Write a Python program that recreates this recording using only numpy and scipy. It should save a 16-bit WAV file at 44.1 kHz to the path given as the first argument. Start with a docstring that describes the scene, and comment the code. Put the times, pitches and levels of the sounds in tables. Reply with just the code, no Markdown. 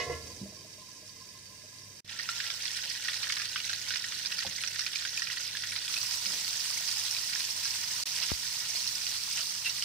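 """A small kitchen, a hand-held camera's two microphone ports close to a wok of sizzling oil, a stove humming.
A metal lid clanks, rocks and muffles the frying; with it off, bubbles crackle, spit and whistle, and
a spoonful of wet spice paste turns the crackle into a denser, brighter fizz.
Frying is short bubble bursts and filtered hiss; metal is dying modes and scraping noise; knocks are
low notes with clatter; whistles are unsteady tones; rumble is shaped noise and hum is sines."""
import sys
import numpy as np
from scipy import signal
from scipy.fft import rfft, irfft
from scipy.io import wavfile
from scipy.ndimage import uniform_filter1d

SR = 44100
rng = np.random.default_rng(int(sys.argv[2]) if len(sys.argv) > 2 else 0)


def generate_wav(sig):
    """Save sig (samples, or channels by samples) to the path in sys.argv[1] as 16-bit PCM at SR."""
    pcm = np.round(np.clip(np.atleast_2d(sig).T, -1, 1) * 32767).astype(np.int16)
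    wavfile.write(sys.argv[1], SR, pcm)


N = 433944
TIME, FREQ = np.arange(N) / SR, np.fft.rfftfreq(N, 1 / SR)
LID_OFF_S, PASTE_IN_S = 2.025, 5.88


def amp(db):
    """Decibels to gain."""
    return 10 ** (np.asarray(db) / 20)


def unit(x):
    """Scales to rms 1."""
    return x / np.sqrt(np.mean(x ** 2) + 1e-20)


def read(points, hz=FREQ):
    """Reads a spectrum on a log-frequency axis."""
    f, value = np.transpose(points)
    return np.interp(np.log(hz + 1), np.log(f), value)


def colour(x, gain):
    """Filters a full-length sound by a gain at each frequency."""
    return irfft(rfft(x) * gain, N)


def band(x, lo_hz, hi_hz, order=2):
    """Causal band-pass."""
    edges = [lo_hz, min(hi_hz, SR / 2 - 1)]
    return signal.sosfilt(signal.butter(order, edges, "band", fs=SR, output="sos"), x)


def add(mix, s, sound):
    """Mixes a sound in at time s."""
    part = mix[:, max(round(s * SR), 0):][:, :sound.shape[-1]]
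    part += sound[..., :part.shape[1]]


def fade(t, t60):
    """Exponential decay by 60 dB in t60 seconds."""
    return np.exp(-np.log(1000) * t / t60)


def ring(modes, spread):
    """Dying modes; each reaches the two ports with its own phase."""
    t = TIME[:SR]
    skews = spread * rng.standard_normal((len(modes), 1, 1)) * np.array([[-1], [1]])
    out = 0
    for (hz, db, t60), skew in zip(modes, skews):
        phase = 2 * np.pi * hz * t + skew * min(hz / 2000, 1)
        out = out + amp(db) * fade(t, t60) * np.sin(phase)
    return out


# kitchen rumble before levelling: (frequency [Hz], relative level [dB])
RUMBLE_SPECTRUM = [(20, -32), (30, -15), (48, -5), (80, -1.5), (140, 4), (195, 0), (260, -3.5), (420, -6),
                   (800, -15), (1400, -18), (2000, -14), (8000, -35)]
# stove hum: (frequency [Hz], rms level before wavering [dB])
STOVE_HUM = [(99.6, -65), (196, -74.5)]


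def kitchen(rumble_db=-62, waver_db=2.0, apart=0.57):
    """Low rumble, nearly the same at both ports, and the wavering hum of the stove."""
    noise = rng.standard_normal(N) + apart * rng.standard_normal((2, N))
    rumble = unit(colour(noise, amp(read(RUMBLE_SPECTRUM))))
    waver = amp(waver_db * unit(colour(rng.standard_normal(N), np.exp(-FREQ / 6))))
    hum = 0
    for hz, db in STOVE_HUM:
        hum = hum + amp(db) * np.sqrt(2) * np.sin(2 * np.pi * (hz * TIME + rng.random()))
    return amp(rumble_db) * rumble + waver * hum


def bubbles(per_s, spread_db, largest_db, lo_hz, hi_hz, cycles, echo, echo_t60, count=22):
    """Countless bursts of a few cycles each, scattered by the curved wall of the wok."""
    t, out = TIME[:768], np.zeros((2, N))
    for hz in np.linspace(lo_hz, hi_hz, count):
        at = rng.integers(0, N, int(per_s * N / SR / count))
        # sizes are skewed towards small bubbles and level off at the largest
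        size_db = largest_db * np.tanh(spread_db * rng.exponential(1, len(at)) / largest_db)
        clicks = np.zeros(N)
        clicks[at] = amp(size_db) * rng.choice([-1, 1], len(at))
        grain = unit(np.sin(2 * np.pi * hz * t) * np.sqrt(t) * np.exp(-t * hz / cycles))
        scatter = unit(rng.standard_normal((2, len(t))) * fade(t, echo_t60))
        paths = echo * scatter / np.sqrt(len(t))
        paths[[0, 1], rng.integers(0, 5, 2)] += 1  # direct sound, up to 4 samples late
        heard_grain = signal.fftconvolve(paths, grain[None])[:, :len(t)]
        out += signal.oaconvolve(clicks[None], heard_grain, axes=1)[:, :N]
    # every pitch is given a nearly equal share of the power
    spectrum = rfft(out)
    power = uniform_filter1d(abs(spectrum) ** 2, size=3000, axis=1)
    return unit(irfft(spectrum / np.sqrt(power + 1e-6 * power.mean()), N))


def ticks(lo_hz, hi_hz, range_db, shortest_cycles, longest_cycles, count):
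    """Single bubbles near the surface, from a dry snap to a tiny pitched ping."""
    out, t = np.zeros((2, N)), TIME[:384]
    for when, pitch, size, length, left_turns, right_turns in rng.random((count, 6)):
        hz = lo_hz + (hi_hz - lo_hz) * pitch
        cycles = shortest_cycles * (longest_cycles / shortest_cycles) ** length
        tone = np.sin(2 * np.pi * (hz * t + np.array([[left_turns], [right_turns]])))
        ping = tone * (1 - np.exp(-t * hz)) * np.exp(-t * hz / cycles)
        add(out, when * N / SR, amp(-range_db * size) * unit(ping))
    return unit(out)


# frying colour in open oil, with wet paste, and leaking past the lid: (frequency [Hz], relative level [dB])
OPEN_OIL_COLOUR = [(200, -102), (550, -15), (720, -29.5), (880, -17.5), (1250, -23), (1480, -9),
                   (1900, -5.5), (2200, -8.5), (3600, -3), (4700, 0.5), (5800, 0), (6800, -8), (9200, -12),
                   (11500, -20.5), (15000, -17.5)]
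WET_PASTE_COLOUR = [(200, -64), (550, -23), (740, -26.5), (900, -19), (1200, -20), (1900, -12),
                    (2400, -11.5), (3600, -7), (4700, 0), (5800, 0), (6800, -8), (9200, -10.5),
                    (11500, -19), (15000, -15)]
UNDER_LID_COLOUR = [(200, -19), (550, -17), (800, -35), (1400, -27), (1900, -17.5), (2800, -18.7),
                    (3400, -18), (4200, -18), (4700, -11), (6000, -12), (7000, -16), (9200, -18.5),
                    (11500, -27), (15000, -26)]
# resonances of the air under the lid: (frequency [Hz], width [Hz], lift [dB])
LID_AIR_RESONANCES = [(470, 52, 11), (615, 46, 15.5), (890, 40, 11), (1025, 240, 22), (1640, 69, 15),
                      (1730, 54, 13), (2047, 84, 14.5), (2290, 110, 8), (2500, 130, 12), (2775, 74, 9.5),
                      (3100, 110, 10), (3740, 170, 7), (3930, 90, 7.5), (4600, 160, 7), (4900, 90, 4),
                      (5460, 150, 9), (6030, 120, 8.5)]
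# how hard the oil boils covered, as the lid comes off, in the open, and with the paste in;
# levels before each stage's trim: (time [s], fine bubbles level [dB], coarse bubbles level [dB])
COVERED_BOIL = [(0.3, -54, -65.5), (0.48, -57.5, -69), (1.97, -58, -68.5)]
UNCOVERING_BOIL = [(2.06, -58, -63), (2.102, -48, -47), (2.27, -42, -48)]
OPEN_BOIL = [(2.33, -40, -44.5), (5.78, -40.5, -46.5), (5.85, -40, -46)]
PASTE_BOIL = [(5.9, -40, -44), (6.01, -38, -44), (8.14, -38, -44.5), (8.23, -38.5, -41.5),
              (8.36, -38.5, -44.5), (9.33, -38.5, -45.5), (9.38, -38.5, -42.5), (9.45, -38.5, -47.5),
              (9.6, -39.5, -46.5)]
SPLIT_HZ = 3420  # coarse bubbles sound mostly below this pitch, fine ones above
TICKS_DB = -7.5  # single ticks against the fine fizz


def frying(lid_hiss=1.2, open_hiss=0.39, paste_hiss=0.78, surge_db=1.52, smooth_hz=12500):
    """Fine and coarse bubbles and sharp ticks surge over hiss, coloured by the state of the pan."""
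    fine = bubbles(per_s=4000, spread_db=7.0, largest_db=18.0, lo_hz=3750, hi_hz=12760,
                   cycles=2.1, echo=1.1, echo_t60=0.04)
    coarse = bubbles(per_s=1300, spread_db=3.5, largest_db=10, lo_hz=699, hi_hz=4210,
                     cycles=1.98, echo=0.78, echo_t60=0.037)
    snaps = ticks(lo_hz=3536, hi_hz=13100, range_db=10.5, shortest_cycles=1.4,
                  longest_cycles=10.4, count=2000)
    fine = unit(fine + amp(TICKS_DB) * snaps)
    unrest = unit(colour(rng.standard_normal(N), 1 / (1 + (FREQ / 30) ** 2)))
    surge = amp(stirring() + surge_db * unrest)
    hollow_db = sum(db / (1 + (2 * (FREQ - hz) / width) ** 2) for hz, width, db in LID_AIR_RESONANCES)
    low_share = 1 / (1 + (FREQ / SPLIT_HZ) ** 10)
    merged = 0.79 / (1 + (smooth_hz / (FREQ + 1)) ** 10)  # the tiniest bubbles merge into hiss
    sizes = []
    for grains, share in ((fine, 1 - low_share), (coarse, low_share)):
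        sizes.append((rfft(grains * surge), rfft(rng.standard_normal((2, N))), share))

    def stage(boil, shape_db, hiss_share, fine_db, coarse_db):
        """The frying in one state of the pan, crackle and hiss following its boil levels."""
        s, fine_curve, coarse_curve = np.transpose(boil)
        blend, out = hiss_share + merged, np.zeros((2, N))
        curves = (fine_curve + fine_db, coarse_curve + coarse_db)
        for (crackle, hiss, share), curve in zip(sizes, curves):
            gain = amp(shape_db) * np.sqrt(share / (1 + blend ** 2))
            sound = irfft((crackle + blend * hiss) * gain, N)
            out += amp(np.interp(TIME, s, curve)) * sound / sound.mean(0).std()
        return out

    covered = stage(COVERED_BOIL, read(UNDER_LID_COLOUR) + hollow_db, lid_hiss,
                    fine_db=5.0, coarse_db=6.5)
    uncovered = stage(UNCOVERING_BOIL + OPEN_BOIL, read(OPEN_OIL_COLOUR), open_hiss,
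                      fine_db=-0.07, coarse_db=0.7)
    with_paste = stage(PASTE_BOIL, read(WET_PASTE_COLOUR), paste_hiss, fine_db=1.35, coarse_db=0.5)
    lid_off = np.where(TIME < PASTE_IN_S, uncovered, with_paste)
    return np.where(TIME < LID_OFF_S, covered, lid_off)


# ring of the wok: (frequency [Hz], relative level [dB], decay t60 [s])
WOK_MODES = [(1056, 17, 0.058), (1225, 10, 0.32), (1389, 5.5, 0.61), (1530, 8, 0.21), (1654, 12.5, 0.2),
             (1963, 14, 0.18), (2946, 13, 0.12), (3700, 7, 0.16)]


def wok(x, ring_db=6.0):
    """The bursts set the iron ringing faintly, by convolution with its dying modes."""
    tail = ring(WOK_MODES, spread=0.24)
    return x + amp(ring_db) * signal.oaconvolve(x, tail / abs(rfft(tail)).max(), axes=1)[:, :N]


# ring of the lid: (frequency [Hz], relative level [dB], decay t60 [s])
LID_MODES = [(80.1, -4.5, 0.87), (134.2, -6.5, 0.54), (305, -9, 0.23), (460.6, -2.5, 0.35), (482, 10, 0.13),
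             (524, -4, 0.24), (618, -4, 0.4), (703, 1, 0.3), (1027, -2, 0.3), (1043, 1, 0.35),
             (1092, -0.5, 0.36), (1370, -14, 0.56), (1713, -4, 0.48), (1950, -1, 0.2), (2040, 12.5, 0.15),
             (2136, -3.5, 0.55), (2480, -9, 0.33), (2540, 1.5, 0.19), (2630, -6, 0.15), (2880, 2, 0.19),
             (3010, -14, 0.3), (3330, -12, 0.33), (3763, -2, 0.16), (4040, -9, .16), (4130, -12, 0.25),
             (4280, 0, 0.22), (4740, -5, 0.22), (5240, 0, 0.17), (5360, -4, .2)]
# the lid rubs and bumps on the rim: (time [s], level [dB], lowest excited [Hz], highest excited [Hz],
# scrape against the ring [dB], rise [s])
LID_CLANKS = [(0.0, -34.5, 600, 7000, -3.5, 0.00045), (0.062, -40, 60, 750, -8, 0.013),
              (0.097, -36, 80, 1150, -8, .0016), (0.121, -47.5, 900, 3500, -3, 0.0014),
              (.252, -61, 60, 700, -10, .004)]
# the rim jostles the modes a little, and they reach the two ports slightly out of phase (radians)
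LID_CHATTER, LID_SPREAD = 0.38, 0.55


def lid(chatter_hz=45, scrape_t60=0.38, scrape_bright=0.94, rubbed_t60=0.033, rasp_db=-3, rasp_from_hz=3500):
    """The lid rings, chatters and scrapes; soft contacts ring low modes, glancing ones high modes."""
    out, t = np.zeros((2, N)), TIME[:SR]
    attack = round(.04 * SR)  # levels are set over the first 40 ms
    # the same modes, damped by the contact
    rubbed = ring([(hz, level, rubbed_t60) for hz, level, _ in LID_MODES], spread=0)
    knots = np.arange(200) / chatter_hz
    for s, db, low_hz, soft_hz, scrape_db, rise_s in LID_CLANKS:
        tone, rise = np.zeros((2, SR)), 1 - np.exp(-t / rise_s)
        for hz, level, t60 in LID_MODES:
            chatter = 1 + LID_CHATTER * np.interp(t, knots, rng.standard_normal(len(knots)))
            mode = ring([(hz, level, t60)], spread=LID_SPREAD)
            unexcited = np.sqrt((1 + (hz / soft_hz) ** 4) * (1 + (low_hz / hz) ** 2))
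            tone += chatter * mode * rise / unexcited
        friction = rng.standard_normal(SR) + 1.04 * rng.standard_normal((2, SR))
        rubbing = unit(signal.fftconvolve(friction, rubbed, axes=1)[:, :SR])
        rubbing = rubbing + amp(rasp_db) * unit(band(friction, rasp_from_hz, 6700, order=4))
        scrape = band(rubbing, 57, scrape_bright * soft_hz, order=2) * fade(t, scrape_t60) * rise
        ringing = tone / tone[:, :attack].std()
        scraping = scrape / scrape[:, :attack].std()
        add(out, s, amp(db) * (ringing + amp(scrape_db) * scraping))
    return out


# drips under the lid strike the pan and ring the lid: (time [s], level before blip_db [dB])
LID_DRIPS = [(0.296, -53), (0.565, -57), (0.816, -52.5), (1.202, -56), (1.347, -53)]


def blips(hz=1040, t60=0.13, rise_s=0.0063, blip_db=6.5, faint_db=-61, count=24):
    """Drips under the lid strike the pan and ring a hollow note of the lid; fainter ones come at random."""
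    out, t = np.zeros((2, N)), TIME[:SR // 4]
    faint_times = (np.arange(count) + rng.random(count)) / count * (LID_OFF_S - t60)
    for s, db in LID_DRIPS + [(s, faint_db) for s in faint_times]:
        pitch = hz * (1 + 0.016 * rng.standard_normal())
        note = np.sin(2 * np.pi * pitch * t) * fade(t, t60) * (1 - np.exp(-t / rise_s))
        add(out, s, amp(db + blip_db) * note)
    return out


def settling(start_s=0.23, level_db=-51, t60=2.2, top_hz=520, lumps_db=-0.5):
    """The lid shifts on the rim with a lumpy rumble of filtered noise that dies away."""
    noise = rng.standard_normal(N) + 0.32 * rng.standard_normal((2, N))
    rumble = unit(band(noise, 66, top_hz, order=3))
    lumps = amp(lumps_db * unit(colour(rng.standard_normal(N), np.exp(-FREQ / 15))))
    return amp(level_db) * rumble * lumps * (TIME > start_s) * fade(abs(TIME - start_s), t60)


# dull knocks on the pan and worktop: (time [s], level [dB], pitch [Hz], decay t60 [s],
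# clatter level [dB], clatter cut-off [Hz], clatter decay t60 [s])
DULL_KNOCKS = [(0.412, -30.5, 196, 0.22, -40.5, 336, 0.21), (4.448, -21, 806, 0.018, -45, 1020, 0.17),
               (4.449, -39, 536, 0.1, -51, 200, 0.16), (4.464, -39, 89, 0.13, -48, 210, 0.16),
               (4.467, -43, 189, 0.13, -51, 400, 0.13), (6.257, -50, 192, 0.56, -53, 715, 0.6),
               (6.33, -60, 310, .15, -54, 700, 0.33)]


def knocks(rise_s=0.0058):
    """Dull knocks, each one low dying note and a little clatter of low noise."""
    out, t = np.zeros((2, N)), TIME[:SR // 2]
    for s, db, hz, t60, clatter_db, top_hz, clatter_t60 in DULL_KNOCKS:
        noise = rng.standard_normal(len(t)) + 0.58 * rng.standard_normal((2, len(t)))
        clatter = unit(band(noise, 74, top_hz, order=4)) * fade(t, clatter_t60)
        note = np.sin(2 * np.pi * hz * t) * fade(t, t60)
        knock = amp(db) * note + amp(clatter_db) * clatter
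        add(out, s, knock * (1 - np.exp(-t / rise_s)))
    return out


# the lid rocks on the rim, ever more lightly: (time [s], level [dB])
LID_ROCKS = [(0.456, -43), (0.522, -46), (0.646, -47.5), (0.779, -51.5), (1.025, -52), (1.636, -52)]


def rocking(hz=618, t60=0.094, rise_s=0.0025, clatter_db=-9, clatter_top_hz=560, clatter_t60=0.14):
    """Each time the lid rocks it gives the same short note and a little clatter."""
    out, t = np.zeros((2, N)), TIME[:SR // 2]
    for s, db in LID_ROCKS:
        clatter = unit(band(rng.standard_normal(len(t)), 90, clatter_top_hz, order=4))
        note = np.sin(2 * np.pi * hz * t) * fade(t, t60)
        tap = note + amp(clatter_db) * clatter * fade(t, clatter_t60)
        add(out, s, amp(db) * tap * (1 - np.exp(-t / rise_s)))
    return out


# unsteady tones, a faint ring of the wok after the lid comes off and squeaks from the paste: (time [s], pitch
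# [Hz], level [dB], length [s], flutter [share of pitch], # hiss against the note [dB])
UNSTEADY_TONES = [(2.09, 1362, -58, 0.12, .005, -14), (2.368, 1362, -55, 0.24, .006, -12),
                  (9.367, 2950, -38.5, 0.027, 0.05, 4), (9.643, 2758, -33.5, 0.065, 0.009, -4),
                  (9.656, 2717, -24.5, 0.024, 0.009, -12)]


def unsteady_tones(hiss_below=0.6, hiss_above=1.9):
    """Unsteady notes, each in a puff of hiss: a faint low ring of the wok near 1.36 kHz, and squeaky whistles
    from the paste."""
    out = np.zeros((2, N))
    for s, hz, db, length, flutter, hiss_db in UNSTEADY_TONES:
        t = TIME[:int(length * SR)]
        wander = unit(uniform_filter1d(rng.standard_normal(SR), size=60))
        pitch = hz * (1 + flutter * wander)[:len(t)]
        noise = rng.standard_normal((2, SR))
        hiss = unit(band(noise, hiss_below * hz, hiss_above * hz, order=3))[:, :len(t)]
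        note = np.sin(2 * np.pi * np.cumsum(pitch) / SR)
        add(out, s, amp(db) * (note + amp(hiss_db) * hiss) * np.sqrt(np.hanning(len(t))))
    return out


FILM_T60 = 0.033  # s, how long the film of a large bubble crackles


def burst(hz, note_db, crack_db, spray_db, cycles=6, lowest_hz=1300, rise_s=0.00033,
          droplet_lag_s=.0045, droplet_cycles=6, count=9):
    """A bubble rings a short clean note as its film cracks, and flings droplets that land with high pings."""
    t, attack = TIME[:2048], round(.008 * SR)  # levels are set over the first 8 ms
    rise = 1 - np.exp(-t / rise_s)
    shared, left, right = rng.standard_normal((3, len(t)))
    tone = np.sin(2 * np.pi * hz * t + 0.66 * rng.standard_normal((2, 1)))
    note = tone * np.exp(-t * hz / cycles)
    crackle = (shared + 1.1 * np.array([left, right])) * fade(t, FILM_T60) * rise
    film = band(crackle, lowest_hz, 3800, order=5)
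    spray = np.zeros((2, len(t)))
    for order, (wait, pitch, left_turns, right_turns) in enumerate(rng.random((count, 4))):
        age = np.maximum(t - droplet_lag_s * order * wait / 2, 0)  # stays 0 until the droplet lands
        ping_hz = 3800 + 2100 * pitch
        ping = np.sin(2 * np.pi * (ping_hz * age + np.array([[left_turns], [right_turns]])))
        envelope = (1 - np.exp(-age * ping_hz)) * np.exp(-age * ping_hz / droplet_cycles)
        spray += ping * envelope / np.sqrt(3 + order)
    note = band(note * rise, 1270, 5000, order=4)
    spray = band(spray, 3500, 6300, order=3)
    parts = ((note_db, note), (crack_db, film), (spray_db, spray))
    return sum(amp(db) * part / part[:, :attack].std() for db, part in parts)


# the largest bubbles bursting, levels before the trims in spits(): (time [s], note level [dB],
# note pitch [Hz], crack of the film level [dB], spray level [dB])
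LARGE_BURSTS = [(2.093, -47.4, 3390.0, -44, -44), (2.1888, -47.2, 1990.0, -41, -36),
                (2.1964, -35, 1870, -41, -47), (2.289, -34.8, 1400.0, -32.5, -34.5),
                (2.4014, -38, 1690, -33, -36), (2.4648, -44, 2900.0, -45, -35),
                (2.5017, -36, 3430.0, -37, -35), (2.6536, -44, 1940.0, -39, -32),
                (2.6792, -35.5, 3350, -46, -38), (2.8382, -44, 2960, -42, -45),
                (2.9, -44.6, 3190.0, -48, -36), (3.0476, -43, 1900, -49, -35),
                (3.0833, -35, 1860, -30.5, -51), (3.0948, -36.1, 3520, -42, -49),
                (3.1328, -47, 2100.0, -41, -35.5), (3.2306, -38, 2390.0, -38, -31.5),
                (3.2419, -44, 1910.0, -38, -42), (3.2693, -43, 1740.0, -40, -49),
                (3.2983, -36, 1800, -28.5, -49), (3.3216, -39.6, 1920.0, -39, -31),
                (3.3685, -39, 1630, -33, -37), (3.3977, -38, 1680, -36, -42),
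                (3.4173, -40, 2390.0, -38, -46), (3.531, -41, 2840.0, -51, -45),
                (3.5587, -36, 1510, -30, -41), (3.5651, -39.8, 3100.0, -43, -36),
                (3.5772, -39.6, 2490.0, -48, -51), (3.6015, -37, 2850.0, -40, -41),
                (3.6948, -35.5, 1585, -37, -33), (3.7306, -42, 1650.0, -37.5, -34),
                (3.8835, -45.8, 3460.0, -44, -50), (3.9054, -38.1, 1530.0, -35, -34),
                (3.9379, -41, 1820, -41, -34), (3.9573, -46, 2920.0, -32, -35),
                (4.0412, -36, 1860, -39, -43), (4.121, -44, 3470.0, -38, -40),
                (4.2492, -41, 3540.0, -43, -49), (4.2582, -43, 2440.0, -56, -30),
                (4.3215, -35.5, 2640, -36, -37), (4.385, -42, 2310.0, -39, -47),
                (4.4045, -40.0, 1890.0, -46, -39), (4.4234, -45, 2870.0, -35, -47),
                (4.4651, -39, 3450, -41, -36), (4.5838, -39, 2080, -46, -51),
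                (4.6363, -40, 2520.0, -32, -43), (4.674, -45, 2510.0, -39, -32),
                (4.758, -39, 1810.0, -38, -37), (4.7917, -41, 2830.0, -36, -29.5),
                (4.8066, -44.0, 2380.0, -42, -32), (4.8635, -37, 2430, -37.5, -30.5),
                (4.9317, -39.7, 3390.0, -41, -38), (4.9568, -36.5, 2400, -39, -37),
                (5.0217, -50, 2800.0, -39, -38), (5.05, -37.5, 1580, -34, -40),
                (5.1757, -32, 2500.0, -52, -41), (5.195, -48.7, 1750.0, -58, -40),
                (5.2197, -31, 1860.0, -38, -34), (5.2711, -37.5, 2430, -40, -44),
                (5.2992, -42, 2010, -38, -48), (5.312, -40.4, 2910.0, -45, -50),
                (5.372, -37.4, 1910, -52, -49), (5.3993, -45.5, 1460.0, -44, -51),
                (5.5504, -38, 1710.0, -52, -50), (5.5695, -38.5, 3360.0, -38, -36),
                (5.635, -40, 1940, -34.5, -45), (5.72, -40, 2320, -40, -43),
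                (5.7621, -46, 3400, -36.5, -31.5), (5.8793, -37, 3400, -39, -45),
                (5.9384, -41, 2620.0, -37, -34), (5.9652, -34.5, 2570, -39, -42),
                (5.9769, -41.9, 2600, -43, -37), (6.1097, -51, 2530.0, -43, -32),
                (6.2573, -41.7, 2890.0, -40, -33), (6.7736, -41, 2120, -48, -47),
                (6.8777, -47, 3500, -48, -38), (6.9131, -47, 2600, -57, -33),
                (7.0822, -40.7, 3540.0, -52, -40), (7.1653, -37.5, 2440.0, -46, -37),
                (7.333, -39, 2290, -38, -38), (7.3571, -38, 1720, -42, -47), (7.4042, -47, 3500, -42, -31),
                (7.653, -43.7, 1620, -40, -28.5), (8.2278, -41, 2850, -46, -32),
                (8.285, -44.2, 3480.0, -45, -43), (8.301, -43.7, 3240.0, -37.5, -45),
                (8.8743, -48, 3430, -60, -30), (9.0668, -40.8, 2870, -39, -31.5),
                (9.3923, -44, 3010.0, -39, -42), (9.4123, -44.1, 3430.0, -43, -36),
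                (9.6945, -43, 2730.0, -52.5, -31.5), (9.8235, -33, 3020, -43, -33)]


def spits(note_db=0.3, crack_db=-1.14, spray_db=0.0):
    """The largest bubbles stand out from the frying, each a note, a film crack and spray."""
    out = np.zeros((2, N))
    for s, db, hz, film_db, droplets_db in LARGE_BURSTS:
        add(out, s, burst(hz, db + note_db, film_db + crack_db, droplets_db + spray_db))
    return out


# the oil foams up as a large bubble bursts, then calms
STIR_DB, STIR_S, STIR_LEAD_S = 1.2, 0.016, 0.002


def stirring():
    """Extra boiling, in dB, rising and dying exponentially around each large burst."""
    foam = np.zeros(N)
    for s, *_ in LARGE_BURSTS:
        distance = np.maximum((s - TIME) / STIR_LEAD_S, (TIME - s) / STIR_S)
        foam = np.maximum(foam, np.exp(-distance))
    return STIR_DB * foam


# lesser bubbles burst at random: (from [s], to [s], rate [bursts/s], note level [dB], crack level [dB],
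# spray level [dB], lowest pitch [Hz], highest pitch [Hz]); levels are before the random spread
LESSER_BURSTS = [(2.3, 5.88, 6, -48.5, -47, -42.5, 1440, 2900),
                 (5.88, 9.84, 5, -48, -45.5, -41, 1750, 3700)]
SPUTTER_SPREAD_DB = 1.5  # scales a random offset of -1.1 to 1


def sputter(count=40):
    """Lesser bubbles burst at loose intervals; the wet paste makes them higher and more spray than pop."""
    out = np.zeros((2, N))
    for start, end, per_s, note_db, crack_db, spray_db, lo_hz, hi_hz in LESSER_BURSTS:
        for k in range(count):
            when, pitch = rng.random(2)
            offsets_db = SPUTTER_SPREAD_DB * rng.uniform(-1.1, 1, 3)
            s = start + (k + when) / per_s
            hz = lo_hz * (hi_hz / lo_hz) ** pitch
            sound = burst(hz, *(offsets_db + [note_db, crack_db, spray_db]))
            if s < end:
                add(out, s, sound)
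    return out


# a bump beside the left port, before its band-pass: (time [s], push level [dB],
# push time constant [s], wobble level [dB], wobble pitch [Hz], wobble decay t60 [s])
PORT_BUMP = (8.3177, -12.5, .0009, -22.5, 66, .09)


def bump():
    """A short push and a low dying wobble reach the left port alone."""
    s, push_db, length, wobble_db, hz, t60 = PORT_BUMP
    out, t = np.zeros((2, N)), TIME[:SR // 10]
    wobble = np.sin(2 * np.pi * hz * t) * fade(t, t60)
    push = amp(push_db) * np.exp(-t / length) - amp(wobble_db) * wobble
    add(out[:1], s, band(push, 25, 1500, order=1))
    return out


def room(x, wet_db=-12, t60=0.11):
    """A short tail from the hard kitchen walls, as decaying noise after a 5 ms gap."""
    t = TIME[:SR // 2]
    tail = rng.standard_normal((2, len(t))) * fade(t, t60) * (t > .005)
    return x + amp(wet_db) * signal.oaconvolve(x, tail / np.linalg.norm(tail[0]), axes=1)[:, :N]


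def scene():
    """The pan in the room, with the lid, knocks, bump and kitchen close by."""
    pan = room(wok(frying() + spits() + sputter()) + unsteady_tones() + blips())
    return pan + lid() + settling() + rocking() + knocks() + bump() + kitchen()


# the two microphone ports colour the sound differently: (frequency [Hz], left minus right level [dB])
PORT_BALANCE = [(1000, -2), (2000, -3), (3200, -2), (4400, -8), (5400, -12.5), (6300, -6), (7400, 0),
                (8300, 22), (9200, 2.5), (10500, 16), (12000, 0.5), (15000, 0)]
# the sound drops out briefly: (from [s], to [s])
SOUND_DROPOUTS = [(2.005, 2.046), (8.036, 8.056)]
EDGE_HZ = 15600  # upper band limit


def record(dry):
    """Port colour at constant total power, two brief 35 dB dropouts and the band limit."""
    ratio = amp(read(PORT_BALANCE)) ** 2
    port_power = 2 * np.array([ratio, np.ones_like(ratio)]) / (1 + ratio)
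    heard = colour(dry, np.sqrt(port_power))
    live = 1. - sum((TIME > start) & (TIME < end) for start, end in SOUND_DROPOUTS)
    heard = heard * np.maximum(uniform_filter1d(live, size=100), amp(-35.0))
    low_pass = signal.firwin(511, EDGE_HZ, window=("kaiser", 9), fs=SR)
    return signal.oaconvolve(heard, low_pass[None], "same")


dry = scene()
out = record(dry)
generate_wav(out)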